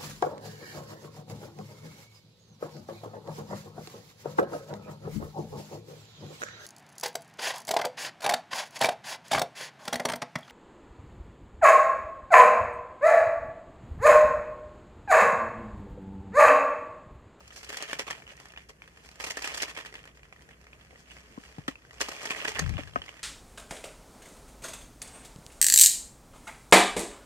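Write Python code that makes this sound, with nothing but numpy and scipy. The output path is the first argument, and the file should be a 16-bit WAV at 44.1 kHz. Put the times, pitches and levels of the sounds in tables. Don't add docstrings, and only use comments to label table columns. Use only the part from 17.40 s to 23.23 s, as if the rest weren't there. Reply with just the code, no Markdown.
import sys
import numpy as np
from scipy import signal
from scipy.fft import rfft, irfft, next_fast_len
from scipy.io import wavfile
from scipy.ndimage import uniform_filter1d

SR = 44100
rng = np.random.default_rng(int(sys.argv[2]) if len(sys.argv) > 2 else 0)


def boost(x):
    u = np.asarray(x, float) / 20
    return 10 ** u


def dump(signal):
    limited = np.clip(np.atleast_2d(signal).T, -1, 1)
    pcm = np.round(limited * 32767).astype(np.int16)
    wavfile.write(sys.argv[1], SR, pcm)


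N = 257103


def rms_one(x):
    return x / np.sqrt(np.mean(x ** 2) + 1e-20)


def in_time(rows, outside=None):
    s, *columns = np.transpose(rows)
    return [np.interp(np.arange(N) / SR, s, c, outside, outside) for c in columns]


def at_hz(points, hz):
    point_hz, value = np.array(points).T
    return np.interp(np.log(hz), np.log(point_hz), value)


def high_pass(x, order, hz):
    return signal.sosfilt(signal.butter(order, hz, "high", fs=SR, output="sos"), x)


def ring(clicks, hz, t60):
    r, w = boost(-60 / (t60 * SR)), 2 * np.pi * hz / SR
    return signal.lfilter([0, np.sin(w)], [1, -2 * r * np.cos(w), r * r], clicks + 1e-18)


def drift(rate, count):
    r = np.exp(-80 * np.pi * rate / SR)
    settle = 500
    slow = signal.lfilter([1], [1, -2 * r, r * r], rng.standard_normal((count, N // 40 + settle + 1)))
    slow = slow[:, settle:]
    return slow / slow.std()


def banded_noise(spectrum, top):
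    # pitch in Hz, likeness from -1 to 1.
    likeness = [(60, 0.18), (130, 1), (290, 0.77), (640, 0.39), (1410, -0.66), (3100, 0.32), (6820, -0.13),
                (15000, 0.024)]
    out, edges = 0, 22 * 2 ** np.arange(0, top, .5)
    white = rng.standard_normal((2, 2, N))
    for k, (low, high) in enumerate(zip(edges, edges[1:])):
        band = signal.butter(2, [low, high], "band", fs=SR, output="sos")
        mid, side = signal.sosfilt(band, white[k % 2])
        hz = np.sqrt(low * high)
        alike = np.clip(at_hz(likeness, hz), -1, 1)
        stereo = np.sqrt(1 + alike) * mid + np.sqrt(1 - alike) * side * [[1], [-1]]
        out = out + boost(at_hz(spectrum, hz)) * stereo
    return rms_one(out)


def room_air():
    # pitch in Hz, level in dB per Hz.
    air_colour = [(15, -35), (25, -39), (64, -7), (148, 0), (267, -9), (433, -7.5), (700, -17), (1450, -21),
                  (1850, -7.5), (3170, -36), (3720, -46), (5580, -27.5), (8810, -30), (15500, -39.5)]
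    level_db = -60.5 + 1.3 * drift(8.2, count=1)[0][np.arange(N) // 40]
    return boost(level_db) * banded_noise(air_colour, 9.6)


def hum():
    pitch_hz, width_hz, level_db = 61, 9, -61.5
    return boost(level_db) * rms_one(ring(rng.standard_normal(N), pitch_hz, np.log(1000) / np.pi / width_hz))


def draught(evenness=0.54):
    # time in seconds, level in dB.
    puff = [
        (5.1, -64),
        (5.212, -40.5),
        (5.218, -31),
        (5.36, -32.5),
        (5.38, -45),
        (5.455, -48.5),
        (5.52, -56.5),
        (5.58, -47.5),
        (5.75, -84),
    ]
    # pitch in Hz, level in dB per Hz.
    gust_colour = [(15, -45), (25, -5), (65, 9), (124, 4), (190, -5.5), (240, -20), (464, -64), (500, -28),
                   (650, -58), (1100, -120)]
    eddies = banded_noise(gust_colour, 4.6)
    eddies = eddies / uniform_filter1d(eddies ** 2, SR // 30) ** (evenness / 2)
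    left, right = eddies * boost(in_time(puff, -120)[0] + 5.5)
    return np.array([left, boost(-30) * right])


def knocks(thud_s=0.033, contact_s=0.0034, chatter_s=0.0044, pan_db=4.5, lead=16):
    # start in seconds, peak in dB, thud in Hz, snap in dB, snap in Hz.
    blows = [
        (3.53, -50.5, 240, 7.5, 545),
        (3.9761, -32, 243, -5, 1099),
        (4.182, -31.5, 159, -7.5, 800),
        (4.188, -40, 75, -9, 298),
        (4.2803, -26.5, 266.8, 5.5, 1335),
        (5.388, -32, 271.1, 1.5, 630),
        (5.559, -30.5, 255, 17, 1237),
    ]
    # pitch as a ratio, level in dB, fade by 60 dB in seconds.
    snap_modes = [(0.36, -29, 0.023), (0.58, -3, 0.063), (.8, -26, 0.012), (1, 11.5, 0.025),
                  (1.22, 3, 0.02), (1.71, -14, 0.026)]
    out, t = np.zeros((2, N)), np.arange(int(.15 * SR)) / SR
    soft = np.sin(np.pi * np.minimum(t / contact_s, 1)) ** 2
    chances = rng.standard_normal((len(blows), len(t)))
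    for (s, peak_db, thud_hz, snap_db, snap_hz), luck in zip(blows, chances):
        blow = 0.12 * luck * np.exp(-t / chatter_s) + (t == 0)
        blow = signal.lfilter([.09], [1, -1.4, .49], blow)
        snap = -sum(boost(db) * rms_one(ring(blow, ratio * snap_hz, t60)) for ratio, db, t60 in snap_modes)
        push = high_pass(np.gradient(soft), 2, 0.7 * thud_hz)
        thud = ring(push, thud_hz, thud_s * boost(0.6 * min(snap_db, 0)))
        overtone = ring(blow, 2.0 * thud_hz, 1.5 * thud_s)
        parts = (thud, 0), (overtone, -12.0), (snap, snap_db)
        hit = sum(boost(peak_db + db) * v / np.abs(v).max() for v, db in parts)
        for side, late in enumerate((0, int(lead))):
            at = int(s * SR) + late
            out[side, at:at + len(t)] += hit * boost(pan_db * (.5 - side))
    return high_pass(out, 2, 45)


def ticks():
    # start in seconds, peak in dB, breadth in dB of the hollow and crisp
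    # parts, pitch in Hz.
    tick_rows = [(0.8219, -40.5, -37, 2330), (0.8772, -38, -15, 2600), (0.968, -50.5, 9, 1922),
                 (1.0002, -42.5, 3, 1809), (1.0561, -36.5, -4.5, 1790), (1.121, -43, 0, 2410),
                 (1.1624, -44, -44, 2431), (1.1745, -37, -46, 2910), (1.194, -55, -34, 1870),
                 (1.4201, -35.5, -25, 2450), (1.44, -46, -20, 2031), (1.4769, -42, -10, 1960),
                 (1.5734, -40.5, -5, 1840), (1.6603, -42.5, 2, 2170), (1.6894, -42.5, 0, 1920),
                 (2.541, -33.5, -6, 2140), (2.554, -31.5, -18, 3080), (2.582, -40.5, -23, 2000),
              (2.64, -40, -15, 3060), (2.655, -37, -9, 1730), (2.6755, -38.5, -11, 1912),
              (2.773, -43, -7, 1930), (2.8318, -41, -22, 2490), (2.854, -48.5, -24, 1870),
              (2.9257, -39, -16, 1940), (2.962, -46, -30, 1863), (3.0088, -47.5, -25, 1870),
              (3.0214, -43, -4, 1904), (3.09, -42, -9, 1860), (3.1094, -43.5, -29, 2123),
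              (3.242, -45.5, -5, 2122), (3.2684, -41.5, -19, 2060), (3.331, -40.5, -26, 2520),
              (3.411, -42.5, -24, 3280), (3.558, -43, -22, 1942), (3.6044, -47, -4, 1639),
              (3.7673, -38.5, -19, 2080), (4.037, -42.5, -34, 1769), (4.2805, -21, -7, 3280),
              (4.356, -45, -51, 2600), (4.4504, -45.5, -18, 1590), (4.509, -40.5, -8, 1980),
              (4.5405, -42, -4, 2526),
                 (5.2231, -34, -31, 1600), (5.2622, -30.5, -16, 1561), (5.2932, -30, -3.5, 1999),
              (5.339, -35.5, -10, 2360), (5.369, -39, -54, 2940), (5.4071, -33.5, -20, 2900),
              (5.4349, -34.5, -14, 3100), (5.474, -35, -10, 1660), (5.5355, -44, -30, 3150),
              (5.6177, -37, -45, 3020), (5.639, -38, -15, 3240), (5.6612, -39.5, -3, 2010),
              (5.681, -36.5, -26, 2130), (5.691, -35, -20, 3050), (5.741, -41, -9, 1800),
              (5.7692, -39.5, -10, 1960), (5.7933, -38, -8, 1930),
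                 (0.1057, -39.5, -13, 2980), (0.1243, -42, -16, 1960), (0.752, -40, -14, 1920),
             (0.7801, -43, -14, 1760), (0.867, -40.5, -20, 2990), (0.8868, -48, -18, 2930),
             (0.8972, -51, -14, 3180), (0.9764, -44, -12, 1900), (1.0107, -56, -11, 1930),
             (1.0855, -48, 6, 1961), (1.1373, -39.5, -16, 1850), (1.1832, -45, -2, 1960),
             (1.3878, -65, -14, 2840), (1.4585, -51, -16, 1900), (1.6352, -56, -14, 1960),
             (1.648, -47, -21, 2250), (1.7146, -44.5, 2, 2710), (1.7574, -49.5, 6, 2334),
             (2.4497, -32.5, -8, 1820), (2.5255, -39.5, -9, 1988), (2.6014, -50, -14, 2080),
             (2.6307, -47.5, 0, 1720), (4.184, -39.5, -8, 2200), (3.9, -57, 0, 2024),
             (2.7935, -50, -18, 1884), (2.8853, -49, -14, 1610), (2.9087, -61, -14, 1989),
             (2.9931, -50, -20, 1860), (3.2136, -46.5, -5, 1850), (3.398, -51, -4, 2030),
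             (3.4488, -45, -5, 1993), (3.5078, -43.5, -17, 2040), (0.4972, -29, -14, 2900),
             (0.629, -47, -16, 2800), (0.645, -47, -14, 2500), (.729, -33, -18, 2400),
             (3.687, -53, -5, 1760), (3.9235, -51, -2, 2200), (4.0506, -45, -16, 2470),
             (4.3873, -56, -16, 2620), (4.4202, -49, -26, 2208), (4.5645, -56, -14, 2134),
             (4.582, -44, -6, 3300), (5.2405, -33.5, -16, 2190), (5.2774, -34, -11, 1980),
             (5.4939, -44, -9, 1573), (5.575, -39, -19, 1676)]
    return tick_rows


def slaps():
    # start in seconds, peak in dB, hollow part in dB, crisp part in dB, cluster length in seconds.
    tumble_1 = [(0.078, -47, -18, 4, 0.0056), (0.1625, -34.5, -19, -1.5, 0.0075),
                (0.177, -44.5, -5, 7, 0.027), (0.2314, -34.5, -11, -3, 0.0089),
                (0.2458, -46.5, -12, 9.5, 0.0051), (0.293, -34.5, -2, 3, 0.0088),
                (0.303, -31, -15, -13, 0.0071), (0.329, -28.5, -8.5, -5, 0.012),
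                (0.3706, -28, -13, 1.5, 0.0062), (0.4052, -35, -13, -10, 0.008),
                (0.425, -25, -6, -0.5, 0.0038), (0.5137, -29.5, -15, -7, 0.013),
                (0.5312, -22, -11, -8.5, 0.0043), (0.5668, -43, 2, -15, 0.0037),
                (0.5945, -21, -8, -6, 0.014), (0.627, -42, -30, -23, 0.0082),
                (0.671, -32.5, -3, -7.5, 0.013), (0.680, -26.5, -7, -16, 0.01),
                (0.7072, -30, -22, -0.5, 0.006), (0.7509, -37, -13, -20, 0.0028)]
    tumble_2 = [(1.8004, -30, -5.5, -7.5, 0.0073), (1.809, -34, -2.5, 0, 0.03),
                (1.8416, -28, -10, 0.5, 0.0091), (1.87, -27.5, -3.5, -1.5, 0.015),
                (1.905, -26.5, -6, 0.5, 0.013), (1.9714, -26, -3, -2, 0.005),
                (1.9925, -32.5, -20, -7, 0.0072), (2.0231, -27.5, -15, -2.5, 0.0062),
                (2.0454, -24, -27, -5, 0.013), (2.0752, -29, -9, 3.5, 0.0025),
                (2.1093, -48, -17, -15, 0.0059), (2.1453, -25.5, -13, -2.5, 0.012),
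                (2.1756, -27, -5.5, 0.5, 0.012), (2.2217, -20, -27, 0, 0.0095),
                (2.232, -22, -5.5, -6, 0.0023), (2.2841, -29.5, -7, -10, 0.012),
                (2.3521, -38, -23, -8, 0.0058), (2.3656, -33, -17, -16, 0.0096),
                (2.3752, -29, -3, -8.5, 0.0097), (2.3873, -30.5, -21, -14, 0.0052),
                (2.4031, -29.5, -18, -16, 0.012), (2.4612, -30.5, -22, -10, 0.01)]
    tumble_3 = [(4.6064, -24.5, -4.5, -3, 0.0024), (4.6107, -29, -23, 8.5, 0.0052),
                (4.614, -21.5, -6, -2, 0.003), (4.6202, -31.5, -1, 3, 0.01), (4.6857, -33.5, 10, 5, 0.002),
                (4.690, -31.5, -5, 3, 0.004), (4.7167, -35.5, -7, -2, 0.0094), (4.8317, -31, 1, -1, 0.005),
                (4.8553, -28, -7, 0, 0.0088), (4.873, -26, -8.5, -25, 0.007), (4.907, -20, -10, -10, 0.017),
                (4.9661, -30, -5.5, -6.5, 0.02), (4.987, -32.5, -12, -6, 0.0077),
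                (5.023, -28, -19, -23, 0.004), (5.0486, -26, -21, -5.5, 0.005),
                (5.0519, -27, -20, -15, 0.0059), (5.078, -28, -2.5, -2.5, 0.005),
                (5.0821, -28.5, -1.5, -5, 0.0047), (5.1176, -32.5, -10, -3.5, 0.004),
                (5.1559, -24.5, -4, -21, 0.014), (5.1701, -31, -15, -7, 0.0037),
                (5.149, -35, -4, -3, 0.006), (5.1928, -24, -2, 4, 0.0025), (5.197, -24.5, -20, 3, 0.0012),
                (5.5592, -33.5, -10, -15, 0.0087)]
    tick_s = .0032
    short = [(s, db - 3.5, -7.5 + 0.37 * wide_db, wide_db, tick_s) for s, db, wide_db, _ in ticks()]
    return [*tumble_1, *tumble_2, *tumble_3, *short]


def shaking(crest_db=-5.5, slow_rise=0.52, clump_db=0.0, clumps_hz=45, surge_db=-0.8, surges_hz=9):
    # time in seconds, rattle level in dB.
    swing = [(0, -64.5), (.1, -59), (.4, -44.5), (.65, -59.5), (1.2, -77), (1.35, -70.5), (1.65, -60),
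             (1.77, -61), (2.09, -38), (2.33, -52.5), (2.72, -73), (3.2, -69), (4.12, -59), (4.48, -69.5),
             (4.66, -45), (5.05, -43.5), (5.5, -60.5), (5.83, -57.5)]
    # start in seconds, peak in dB, hollow part in dB,
    # crisp part in dB, length in seconds.
    swells = [(0.488, -32, -10, -8, 0.025), (0.702, -21, -38, -28, 0.0024), (.895, -40, -16, -13, 0.047),
              (1.181, -41, -28, -24, 0.032), (1.292, -38.5, -2, -3, 0.012), (2.204, -23, -14, -17, 0.018),
              (2.298, -33, -16, -4, 0.014), (3.718, -43.5, -17, -6, 0.093), (4.03, -55.5, -6, 4, 0.11),
              (4.603, -34, -15, 2, 0.0082), (4.82, -36.5, -1, 1.5, 0.017), (5.186, -25, -3, -16, 0.008),
              (5.384, -29, -3.5, -31, 0.017)]
    # start in seconds, peak in dB, hollow part in dB, crisp
    # part in dB, length in seconds.
    more_swells = [(.005, -45, 8, -3, 0.0031), (0.135, -50, -14, 6.5, 0.019), (0.337, -32.5, -16, -9, 0.052),
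                   (0.46, -36, -9, -14, 0.024), (0.777, -43, -2.5, -6.5, 0.039),
                   (0.918, -41.5, -2.5, -4.5, 0.018), (1.015, -45, -3.5, -6, 0.091),
                   (1.094, -43.5, -6, -20, 0.027), (1.21, -48, -19, -7, 0.035), (1.446, -58, -12, -19, .04),
                   (1.653, -50.5, -25, 1.5, 0.054), (2.495, -48, -20, -13, 0.032), (2.592, -46, -7, -14, .03),
                   (2.689, -46.5, -6, -20, 0.017), (2.756, -49.5, -18, -5, 0.023), (2.845, -49, -12, -21, 0.021),
                   (3.115, -48.5, -15, -19, 0.042), (3.42, -55, -12, -7, 0.064), (3.592, -49, -25, -2, 0.034),
                   (4.531, -45.5, 6.5, -2, 0.0051), (4.625, -42, -8, 6.5, 0.041), (4.726, -41.5, 2, 2, 0.027),
                   (4.799, -52, -12, -11, .03), (4.938, -43, -13, -8, 0.019), (5.005, -30, -19, -12, 0.024),
                   (5.091, -31, -10, 0.5, 0.014), (5.2, -46, -12, -15, 0.013), (5.316, -38, -18, -17, .03),
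                   (5.59, -43.5, -0.5, -24, .025)]
    after_db, after_s = -15, 0.022
    soft_s = .014
    scuff_lead_s = .0014

    lumps_db = clump_db * drift(clumps_hz, count=1) + surge_db * drift(surges_hz, count=1)
    lumps_db = lumps_db[0][np.arange(N) // 40]
    usual_db = -52
    swing_db = in_time(swing)[0] - usual_db
    colour_db = np.array([[0], [-7.5], [-8]])
    follows = [[1], [0.82], [0.83]]
    power = boost(2 * (colour_db + usual_db + swing_db * follows))
    clusters, t = 0 * power, np.arange(int(.15 * SR)) / SR
    since = np.maximum(t - scuff_lead_s, 0)
    lead = scuff_lead_s * np.array([[0], [0], [1]])
    slower = np.array([[1], [1], [1.3]])
    for s, peak_db, hollow_db, crisp_db, length in [*slaps(), *swells, *more_swells]:
        length = max(length, .001)
        rise = slow_rise * min(length / soft_s, 1)
        at = max(int((s - rise * length - scuff_lead_s) * SR), 0)
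        start = np.clip((t - scuff_lead_s + lead) / (rise * length * slower + lead), 0, 1) ** 2
        parts_db = peak_db + crest_db + np.array([[0], [hollow_db], [crisp_db]])
        cluster = boost(2 * parts_db) * start * np.exp(-2 * since / length)
        chatter = boost(2 * (peak_db + after_db + colour_db)) * start * np.exp(-2 * since / after_s)
        clusters[:, at:at + len(t)] += cluster[:, :N - at]
        power[:, at:at + len(t)] += chatter[:, :N - at]
    return np.sqrt(power * boost(2 * lumps_db) + clusters)


def boxes(per_s=1300, uneven_db=3.0, per_mode_db=1.5, colour_db=3.0, sway_db=1.0, cycles=26.4, scuff=0.85,
          alike=0.61, lag=6.04, lag_spread=3.2):
    modes = np.array([270, 350, 440, 540, 650, 780, 930, 1090, 1260, 1480, 1650, 1800, 1910, 2100, 2330,
                      2570, 2880, 3220, 3460, 4050, 4500, 5000, 5700, 6500, 7400, 8400, 9700, 11200, 13000,
                      15000])
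    # pitch in Hz, level in dB per Hz.
    card = [(250, -23.5), (440, -9), (620, -6), (900, -11.5), (1100, -7.5), (1450, -9.5), (1850, 7),
            (2200, 1.5), (2800, 5), (3400, 0), (3900, -22), (4800, -17.5), (6700, -19.5), (10800, -31.5),
            (15500, -38.5)]
    # pitch in Hz, left over right in dB.
    ports = [(60, 0.0), (110, 0.0), (200, -8), (380, 3.5), (700, 0), (1290, 2.5), (2380, -5), (4400, 1),
             (8120, -1.5), (15000, 1.5)]

    touch = rng.random(N) < per_s / SR
    sizes = boost(uneven_db * np.minimum(rng.exponential(1, N), 4))
    first = (np.array(slaps())[:, 0] * SR).astype(int)
    touch[first], sizes[first] = True, boost(6)
    at = np.flatnonzero(touch)
    firm = np.isin(at, first)
    part = np.where(modes < 1400, 1, np.where(modes > 3700, 2, 0))
    share = boost(at_hz(card, modes)) ** 2 * np.gradient(modes)
    which_box = colour_db * drift(45.0, count=len(modes))[:, at // 40]
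    sway = boost(sway_db * drift(34.0, count=1)[:, at // 40] * [[.5], [-.5]])
    paper = scuff * rng.standard_normal((2, N))
    force, out, alike = shaking(), np.zeros((2, N)), np.clip(alike, 0, 1)
    for hz, p, w, favour_db in zip(modes, part, share, which_box):
        other, spread = rng.standard_normal((2, N // 16))[:, :len(at)]
        push = np.where(firm, 1, np.sign(spread[::-1]))
        near = alike ** (hz / (hz + 700))
        hits = np.array([push, near * push + np.sqrt(1 - near ** 2) * other])
        hits = hits * sway * sizes[at] * boost(per_mode_db * spread + favour_db)
        hits = hits / np.sqrt(np.mean(hits ** 2) * len(at) / N)
        clicks = np.roll(paper, int(hz), axis=1) * (p == 2)
        clicks[:, at] = hits / (1 + (hz / 11000) ** 2)
        t60 = cycles / hz * (hz / 2000) ** 0.058
        level = np.sqrt(w / share[part == p].sum()) * boost(at_hz(ports, hz) * np.array([[.5], [-.5]]))
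        rung = ring(clicks * force[p], hz, t60) * level / np.sqrt(t60 * SR / (4 * np.log(1000)))
        out[0] += np.roll(rung[0], int(lag + lag_spread * other[0]))
        out[1] += rung[1]
    out = out - 0.35 * signal.lfilter(*signal.iirpeak(3800, 8, SR), out)
    return high_pass(out, 2, 260)


def pings(ping_db=-9.0, narrow=0.33, panel_db=-4.5, chatter_s=0.0015, lag=6):
    # start in seconds, peak in dB, pitch in Hz.
    panels = [(0.2901, -30, 1830), (0.3715, -30, 1850), (0.423, -33, 2800), (0.4329, -20, 1970),
              (0.5311, -12.5, 1781), (0.595, -27, 1970), (0.6814, -24, 1090), (0.7018, -21.5, 1235),
              (0.708, -15.5, 1770), (1.8392, -21.5, 2240), (1.8714, -22, 1990), (1.9061, -18, 1980),
              (1.9718, -22, 1760), (2.0462, -26, 1829), (2.0747, -29, 2160), (2.1103, -35, 1860),
              (2.1762, -18, 1790), (2.2202, -35, 2480), (2.2264, -33, 1900), (2.281, -28, 1847),
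              (4.6063, -30, 1110), (4.6146, -13.5, 2470), (4.855, -18.5, 1840), (4.906, -13, 2420),
              (4.965, -26, 1990), (5.0481, -25, 1470), (5.0546, -13, 1670), (5.0809, -15, 1894),
              (5.12, -23, 2220), (5.1547, -38, 1922), (5.1717, -18, 1810), (5.185, -18, 1850),
              (5.1965, -9, 1820), (5.1945, -15, 6600), (4.6127, -22, 7040), (2.2045, -28, 5200),
              (4.2792, -28, 5920)]
    ping_t60_s = .015
    out, t = np.zeros((2, N + SR)), np.arange(int(.04 * SR)) / SR
    rows = ticks() + [(s, db, panel_db, hz) for s, db, hz in panels]
    chances = rng.standard_normal((len(rows), len(t)))
    for (s, db, wide_db, hz), luck in zip(rows, chances):
        touch = luck * np.exp(-t / chatter_s) + 3.4 * (t == 0)
        ping = ring(touch, hz, ping_t60_s)
        for side, late in enumerate((int(lag), 0)):
            at = int(s * SR) + late
            out[side, at:at + len(t)] += boost(db + ping_db - narrow * wide_db) * ping / np.abs(ping).max()
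    return out[:, :N]


def room(x):
    t60_s, wall_cut_hz = 0.12, 7200
    size = next_fast_len(N + SR // 2)
    w = 2 * np.pi * np.arange(size // 2 + 1) / size
    dull = 1 / (1 + 1j * w * SR / (2 * np.pi * wall_cut_hz))
    walls = np.zeros((2, len(w)), complex)
    for k, lag in enumerate((rng.uniform(0.0044, .022, 8) * SR).astype(int)):
        loop = boost(-60 * lag / SR / t60_s) * dull * np.exp(-1j * w * lag)
        walls[k % 2] += (-1) ** (k // 2) * loop / (1 - loop)
    return irfft(rfft(x.mean(axis=0), size) * walls, size)[:, :N]


def scene():
    background = room_air() + hum() + draught()
    bumps = knocks()
    ladder = boxes() + pings()
    echoes = room(boost(-10.5) * ladder + boost(-14.5) * bumps)
    return background + bumps + ladder + echoes


def band_limit(x):
    return signal.sosfilt(signal.butter(12, 16450, fs=SR, output="sos"), x)


def record(dry):
    bass_cut = signal.butter(4, 42, "high", fs=SR, output="sos")
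    top_cut = signal.cheby2(10, 60, 16500, fs=SR, output="sos")
    mix = signal.sosfilt(np.vstack([bass_cut, top_cut]), dry)
    return band_limit(mix)


dry = scene()
out = record(dry)
dump(out)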